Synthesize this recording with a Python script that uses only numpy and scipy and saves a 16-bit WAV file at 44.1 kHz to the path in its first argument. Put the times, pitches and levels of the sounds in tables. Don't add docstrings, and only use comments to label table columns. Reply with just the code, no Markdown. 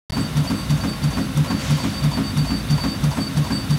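import sys
import numpy as np
from scipy import signal
from scipy.io import wavfile

SR = 44100
rng = np.random.default_rng(int(sys.argv[2]) if len(sys.argv) > 2 else 0)


def int16_out(signal):
    q = np.round(np.clip(np.atleast_2d(signal).T, -1, 1) * 32767)
    wavfile.write(sys.argv[1], SR, q.astype(np.int16))


def ratio(d):
    e = np.asarray(d, float) / 20
    return 10 ** e


N = 166698


def rms_one(x):
    return x / np.sqrt(np.mean(x ** 2) + 1e-20)


def drift(rate_hz):
    r = np.exp(-80 * np.pi * rate_hz / SR)
    slow = signal.lfilter([1], [1, -2 * r, r * r], rng.standard_normal(N // 40 + 2002))[2000:]
    return np.interp(np.arange(N) / 40, np.arange(len(slow)), rms_one(slow))


def resonate(x, hz, width_hz):
    r = np.exp(-np.pi * width_hz / SR)
    return signal.lfilter([1, 0, -1], [1, -2 * r * np.cos(2 * np.pi * hz / SR), r * r], x)


def band_pass(x, low_hz, high_hz):
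    return signal.sosfilt(signal.butter(2, [low_hz, high_hz], "band", fs=SR, output="sos"), x)


def swell(t, attack_s, hold_s, release_s):
    time_left = attack_s + hold_s + release_s - t
    ramp = np.clip(np.minimum(t / attack_s, time_left / release_s), 0, 1)
    return np.sin(np.pi / 2 * ramp) ** 2


SHOP_DB, SHOP_PATCHY_DB = -29, 0.23
# hz, density_db (per Hz)
SHOP_COLOUR = [(20, -17.5), (165, .5), (437, -20.5), (1090, -19.5), (4200, -25.5), (7300, -36.5),
               (11000, -31), (15800, -45)]


def shop():
    out, edges_hz = 0, 22 * 2 ** np.arange(0, 9.6, .5)
    white = rng.standard_normal((2, N))
    points = np.array(SHOP_COLOUR)
    for k, (low_hz, high_hz) in enumerate(zip(edges_hz, edges_hz[1:])):
        band = band_pass(white[k % 2], low_hz, high_hz)
        level_db = np.interp(np.log(low_hz * high_hz) / 2, np.log(points[:, 0]), points[:, 1])
        out = out + ratio(level_db + SHOP_PATCHY_DB * drift(12.0)) * band
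    return ratio(SHOP_DB) * rms_one(out)


HUM_PATCHY_DB = 2.0
# pitch_hz, width_hz, level_db (rms)
HUMS = [(58.2, 11, -39), (266.1, 14.4, -37.5), (536.6, 5.7, -48.5), (619, 68, -52), (1093, 11.6, -49.5),
        (1376.5, 46, -49.5), (2887, 42, -56), (3654, 230, -49), (6205, 460, -54.5), (9800, 34, -75),
        (10970, 820, -55.5)]


def hums():
    out = np.zeros(N)
    for hz, width_hz, level_db in HUMS:
        once = resonate(rng.standard_normal(N), hz, width_hz)
        hum = rms_one(resonate(once, hz, width_hz))
        out += ratio(level_db + HUM_PATCHY_DB * drift(9.8)) * hum
    return out


MOAN_EDGE_S = .04
# start_s, hold_s, pitch_hz, peak_db
MOANS = [
    (1.594, 0.095, 268, -29),
    (1.783, 1, 58.2, -34.5),
    (1.9, 0.37, 80.6, -38),
    (2.083, 0.11, 266, -34),
]


def moans():
    t, out = np.arange(N) / SR, np.zeros(N)
    for start_s, hold_s, hz, peak_db in MOANS:
        level = ratio(peak_db + HUM_PATCHY_DB * drift(8.5)) * swell(t - start_s, MOAN_EDGE_S, hold_s, MOAN_EDGE_S)
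        out += level * np.sin(2 * np.pi * hz * t)
    return out


# time_s, level_db
AIR = [
    (1.52, -28),
    (1.6, -1.5),
    (1.67, 1.5),
    (1.78, -3),
    (1.901, -5),
    (2.1, -17),
]
# low_hz, high_hz, level_db
AIR_BANDS = [
    (604, 4300, -33.5),
    (4860, 7000, -41.5),
    (3210, 9500, -47),
]


def air():
    hiss = np.zeros(N)
    for low_hz, high_hz, level_db in AIR_BANDS:
        hiss += ratio(level_db) * rms_one(band_pass(rng.standard_normal(N), low_hz, high_hz))
    time_s, valve_db = np.transpose(AIR)
    return ratio(np.interp(np.arange(N) / SR, time_s, valve_db, left=-120, right=-120)) * hiss


def whine(bursts, hz, wander_hz, flutter_db, idle_db):
    t, level = np.arange(N) / SR, np.full(N, ratio(idle_db))
    for top_s, half_s, level_db in bursts:
        near = slice(int((top_s - half_s) * SR), int((top_s + 1.3 * half_s) * SR))
        since_start = t[near] - top_s + .8 * half_s
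        level[near] += ratio(level_db) * swell(since_start, .55 * half_s, .45 * half_s, .9 * half_s)
    turns = np.cumsum(hz + wander_hz * drift(18.7)) / SR
    flutter = ratio(flutter_db * (drift(13) + drift(69)))
    return np.sqrt(2) * level * flutter * np.sin(2 * np.pi * turns)


# top_s, half_length_s, level_db
WHINE = [(0.141, 0.027, -34), (0.2, 0.09, -39.5), (0.258, 0.015, -38), (0.386, 0.03, -43),
         (0.483, 0.02, -32), (0.507, 0.023, -39.5), (0.583, 0.076, -36), (0.649, 0.013, -42),
         (0.703, 0.016, -38.5), (0.739, 0.028, -43), (0.82, 0.021, -36.0), (0.842, 0.014, -48),
         (0.914, 0.072, -37.5), (1.039, 0.022, -38), (1.088, 0.031, -40.5), (1.126, 0.018, -43.2),
         (1.153, 0.032, -35.5), (1.229, 0.037, -40.5), (1.499, 0.041, -33), (1.574, 0.063, -39),
         (1.723, 0.022, -39), (1.768, 0.059, -44), (1.819, 0.037, -38), (1.905, 0.023, -43),
         (1.954, 0.033, -36.5), (1.986, 0.026, -33.8), (2.039, 0.026, -38), (2.064, 0.019, -45),
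         (2.123, 0.02, -45), (2.145, 0.027, -31.5), (2.17, 0.02, -46), (2.247, 0.017, -35.5),
         (2.277, 0.033, -32), (2.304, 0.02, -40), (2.396, 0.03, -33.5), (2.424, 0.02, -38.9),
         (2.517, 0.095, -34), (2.574, 0.022, -48), (2.602, 0.015, -39), (2.705, 0.02, -38),
         (2.732, 0.021, -33.5), (2.781, 0.043, -41), (2.823, 0.029, -31), (2.849, 0.018, -39.7),
         (2.903, 0.065, -34), (2.953, 0.031, -45), (3.049, 0.03, -44), (3.124, 0.019, -39),
         (3.224, 0.044, -34.5), (3.275, 0.015, -32.5), (3.376, 0.02, -41.4), (3.452, 0.045, -45.2),
         (3.493, 0.02, -43), (3.531, 0.021, -32), (3.564, 0.029, -28.5), (3.586, 0.017, -44.3),
         (3.609, 0.033, -36.5), (3.636, 0.028, -44.0), (3.713, 0.021, -37.4), (3.74, 0.022, -33.2)]
# top_s, half_length_s, level_db
WHISTLE = [(0.169, 0.038, -49), (0.21, 0.019, -43), (0.232, 0.02, -51), (0.47, 0.018, -55),
           (0.575, 0.081, -50.5), (0.705, 0.017, -51.4), (0.823, 0.014, -53.8), (0.871, 0.02, -52.8),
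           (0.894, 0.02, -45), (1.039, 0.017, -58), (1.191, 0.069, -58), (1.378, 0.021, -51),
           (1.625, 0.069, -51), (1.709, 0.016, -47), (1.828, 0.051, -49.1), (1.944, 0.085, -55),
           (2.051, 0.028, -54), (2.143, 0.04, -57), (2.283, 0.07, -51), (2.393, 0.029, -52),
           (2.484, 0.028, -50.9), (2.576, 0.038, -50), (2.885, 0.041, -46.5), (2.922, 0.023, -55),
           (3.039, 0.034, -55), (3.135, 0.023, -54.2), (3.201, 0.1, -48), (3.374, 0.031, -53.2),
           (3.48, 0.024, -49.2), (3.518, 0.025, -52.7), (3.547, 0.033, -41.5), (3.581, 0.02, -46.4),
           (3.607, 0.022, -52.4), (3.731, 0.028, -49.2)]


def drives():
    main = whine(WHINE, 4588, wander_hz=10, flutter_db=1.4, idle_db=-53)
    whistle = whine(WHISTLE, 8066, wander_hz=6, flutter_db=1.5, idle_db=-62)
    upper = whine(WHISTLE, 8144, wander_hz=6, flutter_db=1.23 * 1.5, idle_db=-62 + 15)
    return main + whistle + ratio(-13) * upper


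RATTLES_PER_S, RATTLE_DB, RATTLE_CYCLES = 600, -45, 10.6
RATTLE_LOW_HZ, RATTLE_HIGH_HZ, RATTLE_RINGS = 494, 1940, 16


def rattle():
    sizes = ratio(3.75 * np.minimum(rng.exponential(1, N), 4)) * rng.choice([-1, 1], N)
    ticks = sizes * (rng.random(N) < RATTLES_PER_S * ratio(4 * drift(9)) / SR)
    dealt = rng.integers(0, RATTLE_RINGS, size=N)
    rings = np.zeros(N)
    for k, hz in enumerate(np.geomspace(RATTLE_LOW_HZ, RATTLE_HIGH_HZ, RATTLE_RINGS)):
        rings += resonate(ticks * (dealt == k) + 1e-18, hz, 2.9 * hz / RATTLE_CYCLES)
    return ratio(RATTLE_DB) * rms_one(rings)


CONTACT_RISE_S, CONTACT_SPREAD_DB = .003, 1.2
SAME_EACH_TIME = .3
# break_through_s, slap_db (slap of the sheet as the ram lifts)
STROKES = [(0.0381, -4.5), (0.372, -3), (0.7062, -6), (1.0402, -5), (1.374, -1), (1.708, 0), (2.042, 1),
           (2.3752, -1), (2.7083, 1), (3.041, 0), (3.3746, 1), (3.7073, 0.1)]
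# after_break_through_s, centre_hz, width_hz, level_db (rms), t60_s
CONTACTS = [(-.006, 1300, 500, -35, .2), (-.011, 2500, 2000, -35, .2), (-.010, 7000, 6000, -44, .1),
            (.0, 6000, 2500, -38, .12), (.0, 9800, 2000, -43, .12), (-.001, 13000, 5000, -44, .07),
            (.0, 600, 400, -37, .4), (-.036, 13000, 4000, -47, .05), (.061, 11500, 6000, -44, .08),
            (.064, 6000, 2500, -42, .3), (.068, 620, 400, -35, .35), (-.022, 3650, 200, -38, .35),
            (.127, 1100, 600, -33, .18), (.126, 1500, 400, -37, .3), (.127, 2500, 2000, -37, .3),
            (.13, 600, 300, -32, .25), (.132, 6200, 4000, -48, .4), (.14, 400, 120, -33, .3),
            (.07, 2500, 2000, -39, .3), (.145, 480, 250, -35, .15), (.137, 1350, 500, -36, .15),
            (.01, 430, 200, -37, .2), (-.0012, 8000, 7000, -31, .02), (-.0012, 13500, 4000, -42, .02)]


def contacts():
    size = SR // 3
    t, out = np.arange(size) / SR, np.zeros(N + 2 * SR)
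    for after_s, hz, width_hz, level_db, t60_s in CONTACTS:
        noise = rng.standard_normal((len(STROKES) + 1, size))
        mixed = np.sqrt(SAME_EACH_TIME) * noise[0] + np.sqrt(1 - SAME_EACH_TIME) * noise[1:]
        clatter = rms_one(resonate(mixed, hz, width_hz))
        clatter *= np.minimum(t / CONTACT_RISE_S, 1) * ratio(level_db - 60 * t / t60_s)
        for (stroke_s, _), one, chance in zip(STROKES, clatter, rng.standard_normal(len(STROKES))):
            i = int((stroke_s + after_s) * SR) + SR
            out[i:i + size] += ratio(CONTACT_SPREAD_DB * chance) * one
    return out[SR:SR + N]


KNOCK_RISE_CYCLES, KNOCK_DETUNE = 2.5, .015
# after_break_through_s, pitch_hz, peak_db, t60_s
KNOCKS = [
    (-.0008, 5730, -23, 0.011),
    (-.0008, 9800, -26.5, 0.0071),
    (-.005, 1075, -28, .07),
    (-.004, 930, -32, .08),
    (.131, 1071, -27, .07),
    (.132, 960, -28, .05),
    (0.089, 660, -28, 0.053),
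    (.126, 1200, -37, 0.13),
]
# after_break_through_s, pitch_hz, peak_db, t60_s
SLAPS = [
    (.075, 920, -30, 0.059),
    (0.074, 998, -26, 0.066),
    (.091, 960, -28, 0.06),
    (0.073, 1073, -31, 0.12),
]


def knocks():
    t, out = np.arange(SR // 8) / SR, np.zeros(N + 2 * SR)
    for stroke_s, slap_db in STROKES:
        rows = [(row, 0) for row in KNOCKS] + [(row, slap_db) for row in SLAPS]
        chances = rng.standard_normal((len(rows), 2))
        for ((after_s, hz, peak_db, t60_s), extra_db), (louder, sharper) in zip(rows, chances):
            i = int((stroke_s + after_s) * SR) + SR
            level = ratio(peak_db + extra_db + CONTACT_SPREAD_DB * louder - 60 * t / t60_s)
            rise = np.minimum(t * hz / KNOCK_RISE_CYCLES, 1)
            ring = np.sin(2 * np.pi * hz * (1 + KNOCK_DETUNE * sharper) * t)
            out[i:i + len(t)] += level * rise * ring
    return out[SR:SR + N]


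GROAN_ATTACK_S, GROAN_RELEASE_S = .014, .022
GROAN_SPREAD_DB, GROAN_SLIP_S = .5, .0001
RETURN_AFTER_S, RETURN_SLIP_S = .1, .0004
# after_break_through_s, hold_s, pitch_hz, peak_db
GROANS = [(-.096, .022, 197, -33), (-.09, .022, 144, -32.5), (-.088, .06, 95, -32), (-.054, .06, 256, -35),
          (-.045, .022, 67, -29.5), (-.045, .01, 211, -35), (-.031, .06, 177, -25.5),
          (-.027, .06, 292, -35), (-.025, .06, 146.5, -14), (-.024, .06, 192, -31), (-.021, .038, 159, -27),
          (-.009, 0.025, 223, -23.5), (.007, 0.028, 123, -27.5), (.012, 0.065, 81.5, -31),
          (.051, .001, 268.5, -32), (.057, 0.037, 140.6, -32), (.06, 0.031, 185.5, -34.5),
          (.109, .06, 106.9, -29), (.115, 0.018, 391, -37.5), (.116, 0.024, 272.6, -33),
          (.117, .01, 231, -23.5), (.122, 0.021, 72.3, -29), (.124, .038, 178.4, -24),
          (.132, 0.024, 274, -19), (.138, 0.074, 321, -34.5), (.142, 0.056, 210.9, -25),
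          (.144, .06, 142.4, -30.5), (.162, .038, 271.7, -32.5), (.183, 0.026, 222.6, -32.5)]


def groans():
    t, out = np.arange(N) / SR, np.zeros(N)
    for stroke_s, _ in STROKES:
        chances = rng.standard_normal((len(GROANS), 2))
        late_s = RETURN_SLIP_S * rng.standard_normal()
        near = slice(max(int((stroke_s - .1) * SR), 0), int((stroke_s + .32) * SR))
        for (after_s, hold_s, hz, peak_db), (louder, slip) in zip(GROANS, chances):
            u = t[near] - stroke_s - after_s - GROAN_SLIP_S * slip - late_s * (after_s > RETURN_AFTER_S)
            level = ratio(peak_db + GROAN_SPREAD_DB * louder) * swell(u, GROAN_ATTACK_S, hold_s, GROAN_RELEASE_S)
            out[near] += level * np.sin(2 * np.pi * hz * u)
    return out


def scene():
    background = shop() + hums() + moans() + air() + drives()
    press = rattle() + contacts() + knocks() + groans()
    return (background + press)[None, :]


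def band_limit(x):
    return signal.sosfilt(signal.butter(12, 16330, fs=SR, output="sos"), x)


START_S, BUFFER = .0973, 512


def record(dry):
    y = signal.sosfilt(signal.butter(3, 40, "high", fs=SR, output="sos"), dry)
    y = signal.sosfilt(signal.ellip(12, .5, 70, 15790, fs=SR, output="sos"), y)
    i, mix = int(START_S * SR), y.copy()
    mix[:, :i + 2 * BUFFER] = 0
    fade = np.clip(np.arange(BUFFER, 0, -1) / 128, 0, 1)
    mix[:, i:i + BUFFER] = y[:, i + 2 * BUFFER:i + 3 * BUFFER] * fade
    return band_limit(mix)


dry = scene()
out = record(dry)
int16_out(out)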